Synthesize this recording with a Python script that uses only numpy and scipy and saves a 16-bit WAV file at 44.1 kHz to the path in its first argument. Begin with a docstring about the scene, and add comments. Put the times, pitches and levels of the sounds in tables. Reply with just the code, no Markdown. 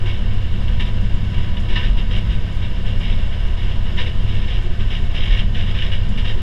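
"""Inside the steel cab of a small railcar at steady speed on jointed track, one microphone mid-cab.
The engine drones under the rumble of the body, which heaves on its springs and thumps over dips.
Below the floor the wheels roll with a hiss and clack over rail joints; rolling keeps a wheel and
a panel ringing. Close by, loose metal fittings chatter in fits as the car shakes, and the buckles
of small hanging gear tick."""
import sys
import numpy as np
from scipy import signal
from scipy.fft import rfft, irfft
from scipy.io import wavfile
from scipy.ndimage import uniform_filter1d

SR = 44100
rng = np.random.default_rng(int(sys.argv[2]) if len(sys.argv) > 2 else 0)


def digitize_waveform(pressure):
    """Quantize a signal to 16-bit integers and store it at the path in sys.argv[1].

    Rows of a 2-D input are taken as channels; values are limited to [-1, 1].
    """
    field = np.atleast_2d(pressure).T
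    bounded = np.clip(field, -1, 1)
    quanta = np.round(bounded * 32767).astype(np.int16)
    wavfile.write(sys.argv[1], SR, quanta)


N = 283106
TIME = np.arange(N) / SR


def amp(db):
    return 10 ** (np.asarray(db) / 20)


def unit_rms(x):
    return x / np.sqrt(np.mean(x ** 2) + 1e-20)


def curve(rows):
    """Rows of (seconds, value) read at every sample."""
    return np.interp(TIME, *np.transpose(rows))


def add(mix, start_s, sound):
    part = mix[max(round(start_s * SR), 0):][:len(sound)]
    part += sound[:len(part)]


def decay(t, t60):
    return np.exp(-np.log(1000) * t / t60)


def drift(rate_hz):
    """A random wander of unit rms, mostly slower than the rate."""
    hz = np.arange(N // 2 + 1) * SR / N
    return unit_rms(irfft(rfft(rng.standard_normal(N)) * np.exp(-(hz / rate_hz) ** 2), N))


def resonate(x, colour, modes=(), size=16384):
    """Causal filter of unit energy: a broad colour with resonances that ring on."""
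    hz = abs(np.fft.fftfreq(size, 1 / SR))
    points_hz, points_db = np.transpose(colour)
    db = np.interp(np.log(hz + 1), np.log(points_hz), points_db)
    for centre, width, lift in modes:
        db += lift / (1 + (2 * (hz - centre) / width) ** 2)
    minimum_phase = np.exp(np.conj(signal.hilbert(np.log(amp(db)))))
    response = np.fft.ifft(minimum_phase).real[:size // 2]
    return signal.fftconvolve(x, response / np.linalg.norm(response))[:N]


def scatter(t60):
    """One blow spread into dense dying reflections by the metal and the cab."""
    t = np.arange(int(t60 * SR)) / SR
    return rng.choice([-1., 1.], len(t)) * decay(t, t60)


def blows(rows, t60, rise_s):
    """A track of scattered blows from rows of (seconds, dB)."""
    out = np.zeros(N)
    for start, db, *_ in rows:
        blow = scatter(t60)
        attack = 1 - np.exp(-np.arange(len(blow)) / (rise_s * SR))
        add(out, start, amp(db) * attack * blow)
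    return out


def bout_power(rows, rise_s=0.0034, fall_s=0.024):
    """Summed power of bouts that each build up, hold and die away."""
    power = np.zeros(N)
    for start, length, db in rows:
        t = np.maximum(TIME - start, 0)
        attack = 1 - np.exp(-t / rise_s)
        release = np.exp(-np.maximum(t - length, 0) / fall_s)
        power += (amp(db) * attack * release) ** 2
    return power


# The crankshaft's speed. Each row: time in seconds, turns per second.
CRANK_SPEED = [(0, 33.67), (1.5, 33.81), (2.2, 33.6), (3.2, 33.31), (6.42, 33.44)]
# Engine tones in the cab. Each row: multiple of the crankshaft speed, rms level in dB.
ENGINE_ORDERS = [(1, -25), (2, -27.5), (2.5, -35), (3, -27), (4, -46.5), (5, -41.5), (6, -46), (7, -56)]
# Hums of the drive train. Each row: frequency in Hz, rms level in dB.
DRIVE_HUMS = [(80, -39), (110, -40), (195, -46.5), (212, -47), (238.5, -52)]
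def engine(order_waver=0.21, hum_waver=0.79):
    """The engine drones at orders of the crankshaft, slightly uneven, over wandering drive-train hums."""
    turns = np.cumsum(curve(CRANK_SPEED)) / SR
    out = np.zeros(N)
    for multiple, db in ENGINE_ORDERS:
        phase = 2 * np.pi * (multiple * turns + rng.random())
        out += amp(db) * unit_rms((1 + order_waver * drift(6.7)) * np.sin(phase))
    for hz, db in DRIVE_HUMS:
        phase = 2 * np.pi * (hz * TIME + rng.random()) + 1.49 * drift(4.5)
        out += amp(db) * unit_rms((1 + hum_waver * drift(10.3)) * np.sin(phase))
    return out


# The body's rumble from inside. Each row: frequency in Hz, relative level in dB.
RUMBLE_COLOUR = [(3, -2), (10, 1), (22, -1), (40, -9.5), (60, -19), (105, -17), (128, -24), (200, -24.5),
                 (232, -29), (262, -36.5), (330, -44), (1500, -120)]
# The body heaving on its springs. 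Each row: time in seconds, relative dB before scaling by heave_depth.
BODY_HEAVE = [(0, -17), (1.3, -18.5), (1.8, -17), (2.6, -22), (3.1, -17), (3.9, -17), (4.4, -17.5),
              (4.8, -18), (5.35, -17.5), (6.42, -16)]
# Rumble above the deepest band. Each row: time in seconds, relative dB before scaling by upper_depth.
UPPER_RUMBLE_LEVEL = [(0.0, -34.5), (1.0, -27.5), (3.2, -31.5), (3.27, -38.5), (4.34, -27.5), (4.52, -34),
                      (5.63, -30), (6.01, -32), (6.11, -23.5), (6.42, -37.5)]
def body_rumble(level_db=-15, heave_depth=0.68, upper_depth=0.99, split_hz=58):
    """The deepest rumble swells as the car heaves; the rumble above it swells and sinks irregularly."""
    rumble = amp(level_db) * unit_rms(resonate(rng.standard_normal(N), RUMBLE_COLOUR))
    deep = signal.sosfiltfilt(signal.butter(4, split_hz, fs=SR, output="sos"), rumble)
    upper = rumble - deep
    out = np.zeros(N)
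    for band, depth, swell in [(deep, heave_depth, BODY_HEAVE), (upper, upper_depth, UPPER_RUMBLE_LEVEL)]:
        steady = band / np.sqrt(uniform_filter1d(band ** 2, size=9000))
        out += band.std() * unit_rms(steady * amp(depth * curve(swell)))
    return out


# Rolling noise from under the floor. Each row: frequency in Hz, relative level in dB.
ROLLING_COLOUR = [(200, -8), (380, 0.5), (700, -5.5), (820, -10.5), (1250, -9), (1800, -11.5),
                  (3100, -10.5), (4300, -17.5), (5200, -22), (5900, -28), (7200, -29), (8600, -34.5),
                  (10400, -37.5), (15500, -41)]
# Resonances and hollows of the steel body. Each row: centre in Hz, width in Hz, lift in dB.
STEEL_MODES = [(497.6, 17, 6.5), (590, 19, 5), (683, 23, 6.5), (723, 14, 5), (845, 20, 7), (1023, 45, 2.5),
               (1055, 71, 3.5), (1256, 46, 4.5), (1390, 87, -4), (1544, 73, 10.5), (1554, 51, -4.5),
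               (1801, 206, 7), (2207, 13, 7.5), (2202, 10.4, 5), (2260, 57, 3.5), (2478, 76, -9.5),
               (2685, 31, 2.5), (2840, 25, -4.5), (2802, 43, 3.5), (2859, 193, 9), (2970, 6.2, 8.5),
               (3040, 20, -0.5), (3156, 68, 5), (3370, 9.8, 6), (3555, 95, 3.5), (3770, 51, 7),
               (4450, 250, -5), (5086, 420, 4.5), (5290, 29, 6)]
def rolling(shake_db, level_db=-37.5, shake_share=0.14, flutter_db=0.5):
    """Rail roughness drives the steel, a little harder where the car shakes."""
    drive_db = shake_share * shake_db + flutter_db * drift(33)
    roughness = rng.standard_normal(N) * amp(drive_db)
    return amp(level_db) * unit_rms(resonate(roughness, ROLLING_COLOUR, STEEL_MODES))


# A wheel ringing as it rolls. Each row: time in seconds, rms level in dB.
WHEEL_RING_LEVEL = [(0, -50), (0.35, -55), (0.7, -52), (1.2, -52), (1.5, -47), (2.3, -51), (3.5, -53),
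                    (4.3, -52), (4.8, -56), (5.9, -56), (6.42, -50)]
# A cab panel ringing up. Each row: start in seconds, length in seconds, held level in dB.
PANEL_BOUTS = [(0.01, 0.14, -41), (1.68, 0.069, -41.5), (3.93, 0.06, -41.5), (4.3, 0.054, -39.5),
               (4.62, 0.11, -41.5), (6.35, 0.053, -43)]
def wheel_and_panel_ring(wheel_hz=976.0, panel_hz=359.6, panel_rest_db=-51):
    """Rolling keeps a wheel mode and a cab panel ringing, each coming and going."""
    wheel = amp(curve(WHEEL_RING_LEVEL))
    panel = np.sqrt(amp(panel_rest_db) ** 2 + bout_power(PANEL_BOUTS))
    out = np.zeros(N)
    for hz, width_hz, level in [(wheel_hz, 22, wheel), (panel_hz, 15, panel)]:
        swing = drift(width_hz) + 1j * drift(width_hz)  # shaken at random, it wanders in size and phase
        swing /= np.sqrt(uniform_filter1d(abs(swing) ** 2, size=9000) / 2)
        out += level * (swing * np.exp(2j * np.pi * hz * TIME)).real
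    return out


# Fits of shaking. Each row: start in seconds, length in seconds, strength in dB.
SHAKE_FITS = [(0.055, 0.052, -34), (0.135, 0.031, -39.5), (0.665, 0.023, -42.5), (0.795, 0.03, -32),
              (0.845, 0.04, -36.5), (1.33, 0.1, -40), (1.683, 0.06, -33), (1.755, 0.11, -32),
              (1.968, 0.032, -35), (2.105, 0.083, -34), (2.289, 0.052, -36.5), (2.615, 0.037, -37),
              (2.849, 0.063, -37.5), (3.0, 0.13, -35.5), (3.17, 0.06, -40.5), (3.32, 0.024, -40.5),
              (3.568, 0.17, -40), (3.835, 0.079, -43), (3.968, 0.057, -29), (4.055, 0.021, -31.5),
              (4.273, 0.17, -38), (4.475, 0.093, -34.5), (4.792, 0.02, -35.5), (4.903, 0.055, -31.5),
              (5.14, 0.15, -31.5), (5.3, 0.1, -29.5), (5.544, 0.078, -32), (5.657, 0.057, -35),
              (5.742, 0.13, -32.5), (5.926, 0.033, -34), (6.176, 0.025, -33), (6.241, 0.066, -31)]
def shaking(idle_db=-45.5, swing_db=2, swing_hz=18):
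    """How hard the car shakes its fittings, in dB: fits over a faint, restless idle."""
    idle = amp(idle_db + swing_db * np.tanh(drift(swing_hz)))
    return 10 * np.log10(idle ** 2 + bout_power(SHAKE_FITS))


def chatter(shake_db, gain_db=-0.5, contacts_per_s=1000, t60=0.03):
    """Shaken fittings buzz against the steel; each contact leaves a short scatter, and these overlap."""
    contacts = (rng.random(N) < contacts_per_s / SR).astype(float)
    power_kept = decay(1 / SR, t60) ** 2  # from one sample to the next
    power = signal.lfilter([1], [1, -power_kept], contacts) + 1e-3
    power /= uniform_filter1d(power, size=1000)
    return amp(gain_db + shake_db) * np.sqrt(power) * rng.standard_normal(N)


# Loose metal close by. Each row: frequency in Hz, relative level in dB.
FITTING_COLOUR = [(300, -30), (900, -17.5), (1400, -14.5), (1700, -5.5), (2400, 0.5), (2900, 0), (3200, 2),
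                  (3800, -3.5), (4350, -20), (5150, -17), (5900, -22), (8000, -64), (15000, -64)]
# Single hard knocks of the fittings. Each row: start in seconds, relative level in dB, ping in Hz.
FITTING_KNOCKS = [(0.0582, -48, 2940), (0.6803, -27, 2900), (0.8049, -28, 2850), (1.5702, -21.5, 2920),
                  (1.775, -19, 2710), (1.9787, -32, 2860), (2.111, -25, 2810), (3.033, -22, 2820),
                  (4.519, -27, 2800), (4.9032, -23, 2850), (4.95, -18, 2760), (5.1641, -18, 2880),
                  (5.3065, -21, 3290), (5.3468, -24, 2880), (5.3919, -19, 3180), (5.5472, -24, 3030),
                  (5.7876, -18, 3020), (5.8219, -16, 2890), (5.9183, -17, 2910), (5.9348, -19.5, 2920),
                  (6.175, -20, 2890), (6.2524, -23, 2780)]
def loose_fittings(shake_db, knock_db=-11, ping_db=-9.5, t60=0.11):
    """Chatter and single knocks ring the steel of the cab; each knocked piece adds its own short ping."""
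    buzz = chatter(shake_db)
    knocks = amp(knock_db) * blows(FITTING_KNOCKS, t60, rise_s=0.0003)
    out = resonate(buzz + knocks, FITTING_COLOUR, STEEL_MODES)
    t = np.arange(int(t60 * SR)) / SR
    for start, db, hz in FITTING_KNOCKS:
        add(out, start, amp(db + ping_db) * decay(t, t60) * np.sin(2 * np.pi * hz * t))
    return out


# Wheels striking joints, front axle then rear. Each row: start in seconds, relative level in dB.
JOINT_STRIKES = [(0.795, -20.5), (1.755, -13), (1.8333, -23), (3.9806, -16), (4.0633, -30)]
# The clank from under the floor. Each row: frequency in Hz, relative level in dB.
CLANK_COLOUR = [(200, -7), (850, -6), (1000, 4), (1400, -9), (1700, 2), (2400, 4.5), (2900, -2),
                (3750, 4.5), (4350, -8.5), (5100, -10.5), (6500, -27.5), (15000, -61)]
# A struck wheel. Each row: frequency in Hz, level in dB relative to the strike, seconds to fall 60 dB.
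STRUCK_WHEEL_MODES = [(980, -16, 0.26), (1796, -8.5, 0.12), (2227, -19, .17), (2808, -9.5, 0.086),
                      (2900, -9.5, 0.18)]
def rail_joints(clank_db=-9, t60=0.19, rise_s=0.004):
    """Each axle drops into the rail gap and strikes the next rail end: a clank, and the wheel rings on."""
    out = amp(clank_db) * resonate(blows(JOINT_STRIKES, t60, rise_s), CLANK_COLOUR, STEEL_MODES)
    t = np.arange(SR // 2) / SR
    attack = 1 - np.exp(-t / rise_s)
    for start, strike_db in JOINT_STRIKES:
        for hz, mode_db, mode_t60 in STRUCK_WHEEL_MODES:
            tone = np.sin(2 * np.pi * (hz * t + rng.random()))
            add(out, start, amp(strike_db + mode_db) * attack * decay(t, mode_t60) * tone)
    return out


# Light ticks of gear hanging in the cab. Each row: start in seconds, relative level in dB.
GEAR_TICKS = [(0.8044, -43), (0.8874, -50), (1.007, -43), (1.5972, -41), (2.1644, -44), (2.2781, -59),
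              (2.5226, -45), (2.5444, -44), (2.994, -45), (3.4599, -47), (3.9609, -43), (4.3444, -48),
              (4.6228, -45), (5.2499, -44), (6.0865, -41), (6.1743, -42)]
# A tick at close range. Each row: frequency in Hz, relative level in dB.
TICK_COLOUR = [(1500, -10), (5000, 3.5), (7200, 3), (9000, -5), (10400, -3), (11500, -18), (15000, -17)]
# The ring of the buckles. Each row: centre in Hz, width in Hz, lift in dB.
BUCKLE_MODES = [(7000, 300, 4), (10300, 350, 6)]
def hanging_gear(shake_db, tick_db=-9.5, jingle_db=-68, shake_share=0.17, taps_per_s=70, t60=0.12):
    """Buckles tap lightly, and jingle faintly all the while as the car shakes."""
    taps = rng.uniform(0.63, 1, N) * (rng.random(N) < taps_per_s / SR)
    taps *= amp(shake_share * shake_db)
    jingle = amp(jingle_db) * unit_rms(signal.fftconvolve(taps, scatter(t60))[:N])
    ticks = amp(tick_db) * blows(GEAR_TICKS, t60, rise_s=0.001)
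    return resonate(ticks + jingle, TICK_COLOUR, BUCKLE_MODES)


# Thumps from the track. Each row: start in seconds, peak level in dB, pitch in Hz, length in seconds.
DIP_THUMPS = [(1.864, -9.5, 42, 0.118), (2.264, -6, 47.5, 0.068), (4.509, -11, 36.2, 0.14),
              (5.261, -8.5, 34.9, 0.13)]
def track_dips():
    """Each dip in the track thumps the body through a few deep cycles."""
    out = np.zeros(N)
    for start, db, hz, length in DIP_THUMPS:
        t = np.arange(int(length * SR)) / SR
        add(out, start, -amp(db) * np.sin(2 * np.pi * hz * t) * np.hanning(len(t)))
    return out


def scene():
    """Everything as it reaches one microphone in the middle of the cab."""
    shake_db = shaking()
    running = engine() + body_rumble() + rolling(shake_db) + wheel_and_panel_ring()
    clatter = loose_fittings(shake_db) + rail_joints() + hanging_gear(shake_db)
    return (running + clatter + track_dips())[None]


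def record(dry):
    """The recorder dulls the top octave and ends at its band limit."""
    dulling = signal.firwin2(129, [0, 10800, 13000, 16000, SR / 2], amp([0, 0, -2.5, -4, -4]), fs=SR)
    band_limit = signal.firwin(511, cutoff=15700, window=("kaiser", 9), fs=SR)
    return signal.oaconvolve(dry, np.convolve(dulling, band_limit)[None], "same")


dry = scene()
out = record(dry)
digitize_waveform(out)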